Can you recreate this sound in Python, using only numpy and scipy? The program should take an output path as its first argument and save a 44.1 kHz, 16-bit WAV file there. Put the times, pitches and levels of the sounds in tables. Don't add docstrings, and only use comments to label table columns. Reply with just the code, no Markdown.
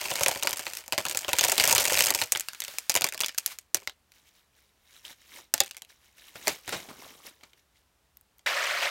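import sys
import numpy as np
from scipy import signal
from scipy.io import wavfile

SR = 44100
rng = np.random.default_rng(int(sys.argv[2]) if len(sys.argv) > 2 else 0)


def master_out(mix):
    frames = np.transpose(np.atleast_2d(mix))
    ceiling = np.clip(frames, -1, 1)
    pcm = np.round(ceiling * 32767).astype(np.int16)
    wavfile.write(sys.argv[1], SR, pcm)


N = 392490


def amp(db):
    return 10 ** (np.asarray(db) / 20)


def unit(x):
    return x / np.sqrt(np.mean(x ** 2) + 1e-20)


def seconds(length):
    return np.arange(int(length * SR)) / SR


def fade(t, t60):
    return np.exp(-np.log(1000) * t / t60)


def add(mix, s, sound):
    part = mix[max(0, round(s * SR)):][:len(sound)]
    part += sound[:len(part)]


def colour(x, points, size=4096):
    hz, db = np.transpose(points)
    bin_hz = abs(np.fft.fftfreq(size, 1 / SR))
    gain_db = np.interp(np.log(bin_hz + 1), np.log(hz), db)
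    log_gain = np.log(amp(gain_db))
    taps = np.fft.ifft(np.exp(np.conj(signal.hilbert(log_gain)))).real
    return signal.oaconvolve(x, taps[:size // 2])[:len(x)]


def ticks(per_s, spread_db, most=4):
    when, size, side = rng.random((int(per_s * N / SR), 3)).T
    train = np.zeros(N)
    level_db = spread_db * np.minimum(-np.log1p(-size), most)
    train[(when * N).astype(int)] = np.sign(side - .5) * amp(level_db)
    return train


def grains(lo_hz, hi_hz, cycles, per_s, spread_db, glide=0, count=16):
    total = np.zeros(N)
    for hz in np.geomspace(lo_hz, hi_hz, count):
        t = seconds(cycles / hz)
        bend = 1 + glide * t / t[-1]
        ring = np.sin(2 * np.pi * hz * t * bend) * fade(t, t[-1])
        train = ticks(per_s * np.sqrt(hz / lo_hz), spread_db)
        total += np.sqrt(hz) * unit(signal.oaconvolve(train, ring)[:N])
    return unit(total)


def swells(rows):
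    roundness = 1.12
    t, power = np.arange(N) / SR, np.zeros(N)
    for s, db, rise, fall in rows:
        away = np.maximum((s - t) / max(rise, 1 / SR), (t - s) / max(fall, 1 / SR))
        near = away < 3
        power[near] += amp(db - 20 * away[near] ** roundness) ** 2
    return np.sqrt(power)


def modes(lo_hz, hi_hz, t60, length, count, crack=0):
    t = seconds(length)
    hz = lo_hz + (hi_hz - lo_hz) * (np.arange(count) + rng.random(count)) / count
    decay = t60 * rng.uniform(.6, 1.4, count)
    strength = crack + rng.standard_normal(count)
    return strength @ (np.sin(2 * np.pi * hz[:, None] * t) * fade(t, decay[:, None]))


# (pitch_hz, level_db)
AIR_COLOUR = [(25, -29), (43, -13), (62, -4), (110, -15), (300, -21), (1000, -22), (7500, -31),
              (16000, -35)]


def air():
    return amp(-70) * unit(colour(rng.standard_normal(N), AIR_COLOUR))


# (peak_s, level_db, rise_s, fall_s)
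SLIDE_STROKES = [(0, -43, .05, 0.42), (.78, -47, .22, .11), (1.55, -37.5, 0.48, 1), (2.71, -45.5, .22, .28),
                 (3.44, -58, .3, .1), (3.52, -41.5, .07, 0.047)]
# (pitch_hz, level_db)
SLIDE_SPECTRUM = [(100, -18), (300, -15.5), (850, -5), (1700, 1.5), (5400, -1), (10000, -5.5),
                  (13000, -5.5), (16000, -6.5)]


def slide():
    ribs = unit(ticks(per_s=6000, spread_db=2.5))
    hiss = ribs + 0.66 * rng.standard_normal(N)
    return swells(SLIDE_STROKES) * unit(colour(hiss, SLIDE_SPECTRUM))


def contact(ring, touches, pile_db, pile_t60):
    t = np.arange(len(touches)) / SR
    rattle = rng.standard_normal(len(t)) ** 3 * (fade(t, pile_t60) + 2 * fade(t, .022))
    blows = touches + amp(pile_db) * rattle / np.linalg.norm(rattle)
    sound = signal.fftconvolve(blows, ring)[:len(t)]
    return sound / np.sqrt(np.mean(sound[:176] ** 2))


def clack(bright_db, count=3):
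    touches = np.zeros(int(.08 * SR))
    touches[0] = 1
    touches[rng.integers(8, 90, count)] = .28 * rng.standard_normal(count)
    hollow = modes(1300, 5000, t60=.0065, length=.02, count=18, crack=.6)
    rim = modes(5000, 10000, t60=.005, length=.02, count=18, crack=1.1)
    tip = modes(10000, 16000, t60=.0033, length=.02, count=18, crack=.8)
    hollow = contact(hollow, touches, pile_db=-1.0, pile_t60=0.12)
    rim = contact(rim, touches, pile_db=-6.0, pile_t60=0.066)
    tip = contact(tip, touches, pile_db=-6, pile_t60=0.025)
    treble = amp(-1.5) * rim + amp(-8.0 + 0.081 * bright_db) * tip
    return (hollow + amp(bright_db) * treble) / np.hypot(1, amp(bright_db))


def hollow_knock(hz):
    note_gain, note_t60 = 2 * amp(-2), 0.014
    knock = amp(-2) * clack(bright_db=-10)
    t = np.arange(len(knock)) / SR
    return knock + note_gain * np.sin(2 * np.pi * hz * t) * fade(t, note_t60)


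def thump():
    slats = modes(45, 1500, t60=0.045, length=.12, count=24)
    body = modes(50, 800, t60=.11, length=.12, count=14)
    sound = slats + amp(-9) * body
    sound = sound * (1 - fade(np.arange(len(sound)) / SR, 0.014))
    return sound / np.sqrt(np.mean(sound[:350] ** 2))


# (time_s, level_db)
TUMBLE = [(0, -34.5), (.3, -38), (.42, -44.5), (.53, -39), (.7, -45.5), (.82, -49.5), (.92, -63),
          (1.09, -42.5), (1.2, -45), (1.37, -40), (1.45, -27), (1.55, -39), (1.62, -23.5), (1.8, -26.5),
          (2.001, -28), (2.26, -35.5), (2.292, -63)]
# (start_s, level_db, treble_over_middle_db, basket_thump_db)
DISTINCT_CLACKS = [(0.0404, -37, 5, -54), (0.0561, -30, -18, -39.5), (0.1149, -27, -8, -31),
                   (0.1564, -25, -1, -53.5), (.196, -33, 21, -59), (0.2095, -27, 1.5, -26.5),
                   (0.2343, -17, 15, -47), (0.2618, -17.5, -3.5, -28.5), (0.2832, -16, 8, -27),
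                   (.314, -27, -2, -34), (.359, -33.5, -7, -35.5), (.374, -36, 5, -55),
                   (0.4262, -25.5, -7, -39), (.4332, -23, 9, -41), (.447, -33, -12, -34),
                   (.4724, -16.5, -5, -32.5), (0.4936, -31, 21, -40), (0.5089, -30, 17, -50),
                   (0.53, -26, 4, -43.5), (.572, -30, 8, -64), (.5943, -28.5, 2, -40.5),
                   (.667, -28, -11, -39), (0.7351, -32.5, 3, -62), (.752, -37, 20, -60),
                   (.7713, -31.5, 11, -60), (.88, -38, 11, -49), (.924, -22, -2, -31), (.932, -26, -4, -45),
                   (0.9792, -22, -4, -27.5), (.985, -24, -3, -34.5), (1.0042, -34, -8, -40),
                   (1.053, -25, -1, -33), (1.0651, -28, -4, -36), (1.0846, -29.5, 10, -61),
                   (1.0968, -28.5, 9, -43), (1.1118, -27, 1, -44), (1.1486, -28, 1, -34.5),
                   (1.173, -20.5, 18, -51), (1.1905, -29.5, 13, -58), (1.282, -29, -3, -28.5),
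                   (1.2916, -26.5, -1, -39), (1.3322, -16.5, 0.5, -28.5), (1.3654, -35, 6, -56),
                   (1.386, -15.5, 6.5, -48), (1.4106, -18.5, 3, -32), (1.4394, -15, -0.5, -33.5),
                   (1.448, -19, 6, -30.5), (1.4844, -20.5, 7.5, -30.5), (1.4971, -20.5, 5, -39),
                   (1.5188, -21, 31, -35.5), (1.5222, -19, 6, -31), (1.58, -17, -1, -31),
                   (1.599, -14.5, -7, -29.5), (1.638, -24, 9, -48), (1.676, -18, 15, -28),
                   (1.7093, -23, 16, -35), (1.7271, -14, 7, -27), (1.7503, -17, 12.5, -33.5),
                   (1.7638, -22, -1, -33), (1.781, -14.5, -0.5, -29), (1.8109, -28, 4, -36),
                   (1.8533, -20.5, 4, -42), (1.8756, -26, 1, -36), (1.8808, -24, 9.5, -41),
                   (1.9173, -32, 3, -27), (1.9322, -25.5, 19, -39), (1.974, -21.5, -2, -35.5),
                   (1.9907, -17, 0.5, -36.5), (2.0068, -14, 1, -30), (2.023, -19.5, 9, -44),
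                   (2.041, -20, 15, -55), (2.0598, -20.5, 9, -38.5), (2.0692, -21.5, 16, -54),
                   (2.1048, -16.5, 6.5, -30.5), (2.1488, -19.5, 14, -35), (2.2159, -20.5, -3, -31),
                   (2.222, -24.5, -3, -40), (2.3215, -13.5, 19, -40.5), (2.373, -27.5, 10, -61),
                   (2.3977, -27.5, 16, -62), (2.408, -28, 9, -60), (2.4856, -27.5, -3.5, -63),
                   (2.5334, -37.5, -1, -70), (2.548, -39.5, -2, -73), (2.6035, -28, 15, -67),
                   (2.62, -30.5, -3, -58), (2.639, -34.5, 10, -71), (2.6483, -34, 5, -68),
                   (2.6812, -33.5, 1, -48.5), (2.738, -46, 2, -51), (2.7851, -24, 9, -58),
                   (2.8966, -15, 7.5, -37.5), (2.9011, -23.5, 10, -44), (2.9124, -33, -3, -58),
                   (2.9193, -30.5, 7.5, -59), (2.9421, -28, 8, -44), (2.953, -17.5, 8.5, -28.5),
                   (2.9626, -17.5, 3, -32), (2.973, -23, -3, -40), (3.01, -26.5, 14, -37.5),
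                   (3.02, -22, -2, -35.5), (3.043, -15.5, 3, -30), (3.067, -29, 0.5, -49),
                   (3.0734, -34, -4, -47), (3.0884, -29, 2.5, -67.5), (3.124, -32.5, -2, -51),
                   (3.137, -37, 5, -53), (3.1457, -32.5, -3, -44.5), (3.1775, -33.5, 4, -62),
                   (3.1926, -39, -1, -55), (3.2054, -21.5, 4.5, -41), (3.2112, -22.5, 2, -45),
                   (3.2202, -30, 12, -47), (3.262, -26.5, 16, -67.5), (3.2839, -31, 2, -57),
                   (3.2929, -32.5, -12, -63), (3.347, -41.5, -2, -75), (3.379, -29.5, 24, -67.5),
                   (3.382, -25.5, 18, -69), (3.3844, -20.5, 22, -68), (3.397, -40, 7, -77),
                   (3.4618, -20, 27, -71), (3.477, -36, 9, -59), (3.5872, -36, 12, -68),
                   (3.7457, -15, 15, -33.5), (3.755, -32.5, 0, -50), (3.77, -34.5, 1.5, -49),
                   (3.82, -53, -3, -53), (3.8963, -38.5, -6, -59), (4.1197, -53, 2, -79),
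                   (5.5397, -13.5, 11.5, -34), (5.579, -33.5, 0, -50), (5.604, -11, 8, -29.5),
                   (5.6365, -38, 3, -62), (5.6615, -42.5, 6, -71), (5.7108, -36, 1, -67),
                   (5.7466, -47, -6, -70), (5.7683, -38, 5, -61), (5.7773, -47, 4, -66),
                   (5.783, -52, 12, -78), (5.8204, -39, 3.5, -58.5), (5.8488, -51, -2, -77),
                   (6.4719, -22.5, -4.5, -27.5), (6.48, -17, 1, -48.5), (6.678, -35.5, -1, -46),
                   (6.693, -29.5, -2, -56), (7.41, -58, -14, -67), (7.533, -54.5, -8, -69),
                   (8.393, -56.5, 0, -71)]


def unrest():
    by_blow_db, by_basket_db = -27, -13
    settle_t60 = 0.27
    times, flow_db = np.transpose(TUMBLE)
    power = amp(np.interp(np.arange(N) / SR, times, flow_db, right=-np.inf)) ** 2
    t = seconds(.5)
    for s, db, _, thump_db in DISTINCT_CLACKS:
        stir = amp(db + by_blow_db) ** 2 + amp(thump_db + by_basket_db) ** 2
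        add(power, s, stir * fade(t, settle_t60) ** 2)
    return np.sqrt(power)


# (start_s, level_db, pitch_hz, basket_thump_db)
HOLLOW_KNOCKS = [(1.2468, -31, 3200, -43), (1.393, -18.5, 6610, -47), (2.3508, -26, 3340, -42),
                 (2.3588, -24, 1600, -43), (3.2354, -23.5, 3440, -45), (3.2452, -25.5, 3460, -60),
                 (3.8745, -25.5, 2100, -46), (5.0513, -40.5, 3095, -65), (7.4355, -45, 2270, -67)]
# (pitch_hz, level_db)
SHELL_SPECTRUM = [(100, -16), (1200, -6), (2400, 2.5), (3600, 0), (5000, 0), (6700, 4), (9400, 0),
                  (10400, -1.5), (12000, 5), (15500, -1.5)]
# (pitch_hz, level_db)
BASKET_SPECTRUM = [(30, -28.5), (60, -12), (100, -5), (180, -11.5), (300, -7), (380, -2), (450, -4),
                   (560, 4), (700, 1), (930, 4), (1200, -5.5), (1600, -6)]


def pour(count=24):
    shells, basket, small, shake = np.zeros((4, N))
    for s, db, bright_db, thump_db in DISTINCT_CLACKS:
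        add(shells, s, amp(db) * clack(bright_db))
        add(basket, s, amp(thump_db) * thump())
    for s, db, hz, thump_db in HOLLOW_KNOCKS:
        add(shells, s, amp(db) * hollow_knock(hz))
        add(basket, s, amp(thump_db) * thump())
    for bright_db in np.linspace(-8, 16, count):
        touches = ticks(per_s=300 / count, spread_db=5, most=2.4)
        small += signal.oaconvolve(touches, clack(bright_db))[:N]
        shake += signal.oaconvolve(touches, thump())[:N]
    rattle = unrest()
    filling_db = -2 * np.arange(N) / SR
    shells = shells + rattle * unit(small)
    basket = basket + amp(-7.5 + filling_db) * rattle * unit(shake)
    return colour(shells, SHELL_SPECTRUM) + colour(basket, BASKET_SPECTRUM)


def friction(points, spread_db, cycles, slips, smooth):
    catches = grains(250, 15000, cycles, per_s=18, spread_db=spread_db, count=22)
    snaps = unit(ticks(per_s=900, spread_db=spread_db))
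    hiss = rng.standard_normal(N)
    return unit(colour(catches + slips * snaps + smooth * hiss, points))


# (peak_s, level_db, rise_s, fall_s)
RUSTLE_STROKES = [(4.16, -59, .07, 0.11), (4.28, -58.5, 0.062, 0.044), (4.37, -61, 0.076, 0.094),
                  (4.58, -64, 0.093, 0.23), (4.97, -54, 0.17, 0.084), (5.06, -44.5, 0.032, .05),
                  (5.11, -45, 0.064, 0.043), (5.22, -60.5, 0.098, .1), (5.375, -45.5, 0.14, 0.083),
                  (5.905, -55.5, 0.033, 0.081), (6.045, -60.5, 0.095, 0.14), (6.19, -55.5, 0.049, 0.12),
                  (6.29, -51.5, 0.15, 0.041), (6.355, -48, 0.015, 0.088), (6.5, -40, 0.16, .12),
                  (6.73, -39.5, 0.097, 0.18), (7.03, -51, 0.18, 0.39), (7.27, -44, 0.049, 0.054),
                  (7.46, -67, 0.087, .13), (7.58, -64, 0.034, .06), (7.77, -67, .06, 0.1)]
# (pitch_hz, level_db)
RUSTLE_SPECTRUM = [(60, -13), (300, -10), (600, -10.5), (1300, -6.5), (2250, 0), (2550, -4), (2900, -0.5),
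                   (3400, -2), (3800, 0), (4600, -6.5), (5500, -3), (8000, -8.5), (10400, -9.5),
                   (12500, -9.5), (16000, -11)]


def rustle():
    rubbing = friction(RUSTLE_SPECTRUM, spread_db=3.3, cycles=22, slips=.7, smooth=.7)
    return swells(RUSTLE_STROKES) * rubbing


# (start_s, level_db, t60_s)
SET_DOWNS = [(5.106, -45, 0.026), (6.355, -39, 0.094), (6.472, -42, .09), (6.48, -27, 0.15),
             (6.678, -35, 0.17), (6.724, -28, 0.2), (6.887, -44, 0.16), (6.926, -56, 0.096),
             (6.968, -62, .15), (7.431, -50, 0.12)]
# (pitch_hz, level_db)
BUMP_SPECTRUM = [(24, -52), (40, -26), (80, -5), (523, -5.5), (625, -2), (1300, -9), (1420, -7.5),
                 (1850, -9), (2360, -6.5), (8000, -17), (10400, -23), (17600, -120)]


def bumps():
    force, t = np.zeros(N), seconds(.3)
    for s, db, t60 in SET_DOWNS:
        add(force, s, amp(db) * fade(t, t60) * (1 - fade(t, 0.0048)))
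    return force * unit(colour(rng.standard_normal(N), BUMP_SPECTRUM))


# (peak_s, level_db, rise_s, fall_s)
DRAG_STROKES = [(5.4, -57, .12, 0.054), (6.38, -62, .03, .2), (6.5, -51.5, 0.18, .12),
                (6.75, -48.5, .1, 0.43), (6.9, -47.5, 0.022, .06), (7.05, -54, .3, 0.36),
                (7.27, -50, 0.04, 0.054)]
# (pitch_hz, level_db)
DRAG_SPECTRUM = [(40, -18), (150, -6.5), (350, -4), (700, -7), (1150, -5.5), (1800, -18), (4000, -19.5)]


def drag():
    dragging = friction(DRAG_SPECTRUM, spread_db=4.2, cycles=13, slips=.4, smooth=.3)
    return swells(DRAG_STROKES) * dragging


# (start_s, level_db)
RESTING_TICKS = [(8.1708, -52.5), (8.2114, -60.5), (8.3832, -61.5)]


def resting():
    out = np.zeros(N)
    for s, db in RESTING_TICKS:
        top = unit(modes(12000, 15500, t60=.009, length=.01, count=10))
        lower = unit(modes(1500, 12000, t60=.009, length=.01, count=20))
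        add(out, s, amp(db) * (top + amp(-6.5) * lower))
    return out


# (time_s, level_db)
STREAM_FLOW = [(8.46, -26), (8.52, -29), (8.63, -29), (8.67, -29), (8.81, -31), (8.83, -27), (8.87, -28),
               (8.9, -35.5)]
# (pitch_hz, level_db)
STREAM_SPECTRUM = [(35, -61), (60, -32), (262, -24.5), (338, -19), (417, -9.5), (458, -16.5), (566, -1),
                   (715, -6), (842, -10), (991, -5), (1950, -1), (6000, -13.5), (10300, -23.5),
                   (13900, -19), (16000, -27)]


def stream():
    start_s = 8.461
    bubbles = grains(488, 9350, cycles=37, per_s=35, spread_db=3.0, glide=0.099, count=36)
    splash = unit(ticks(per_s=2500, spread_db=2.5))
    t = np.arange(N) / SR
    flow = amp(np.interp(t, *np.transpose(STREAM_FLOW))) * (t > start_s)
    return flow * unit(colour(bubbles + 1.02 * splash, STREAM_SPECTRUM))


def scene():
    shells = slide() + pour() + resting()
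    leaves = rustle() + bumps() + drag()
    return (air() + shells + leaves + stream())[None]


def record(dry, ceiling=0.78):
    rounded = dry / (1 + (dry / ceiling) ** 4) ** .25
    lowpass = signal.firwin(255, 16100, window=("kaiser", 8), fs=SR)
    return signal.oaconvolve(rounded, lowpass[None], "same")


dry = scene()
out = record(dry)
master_out(out)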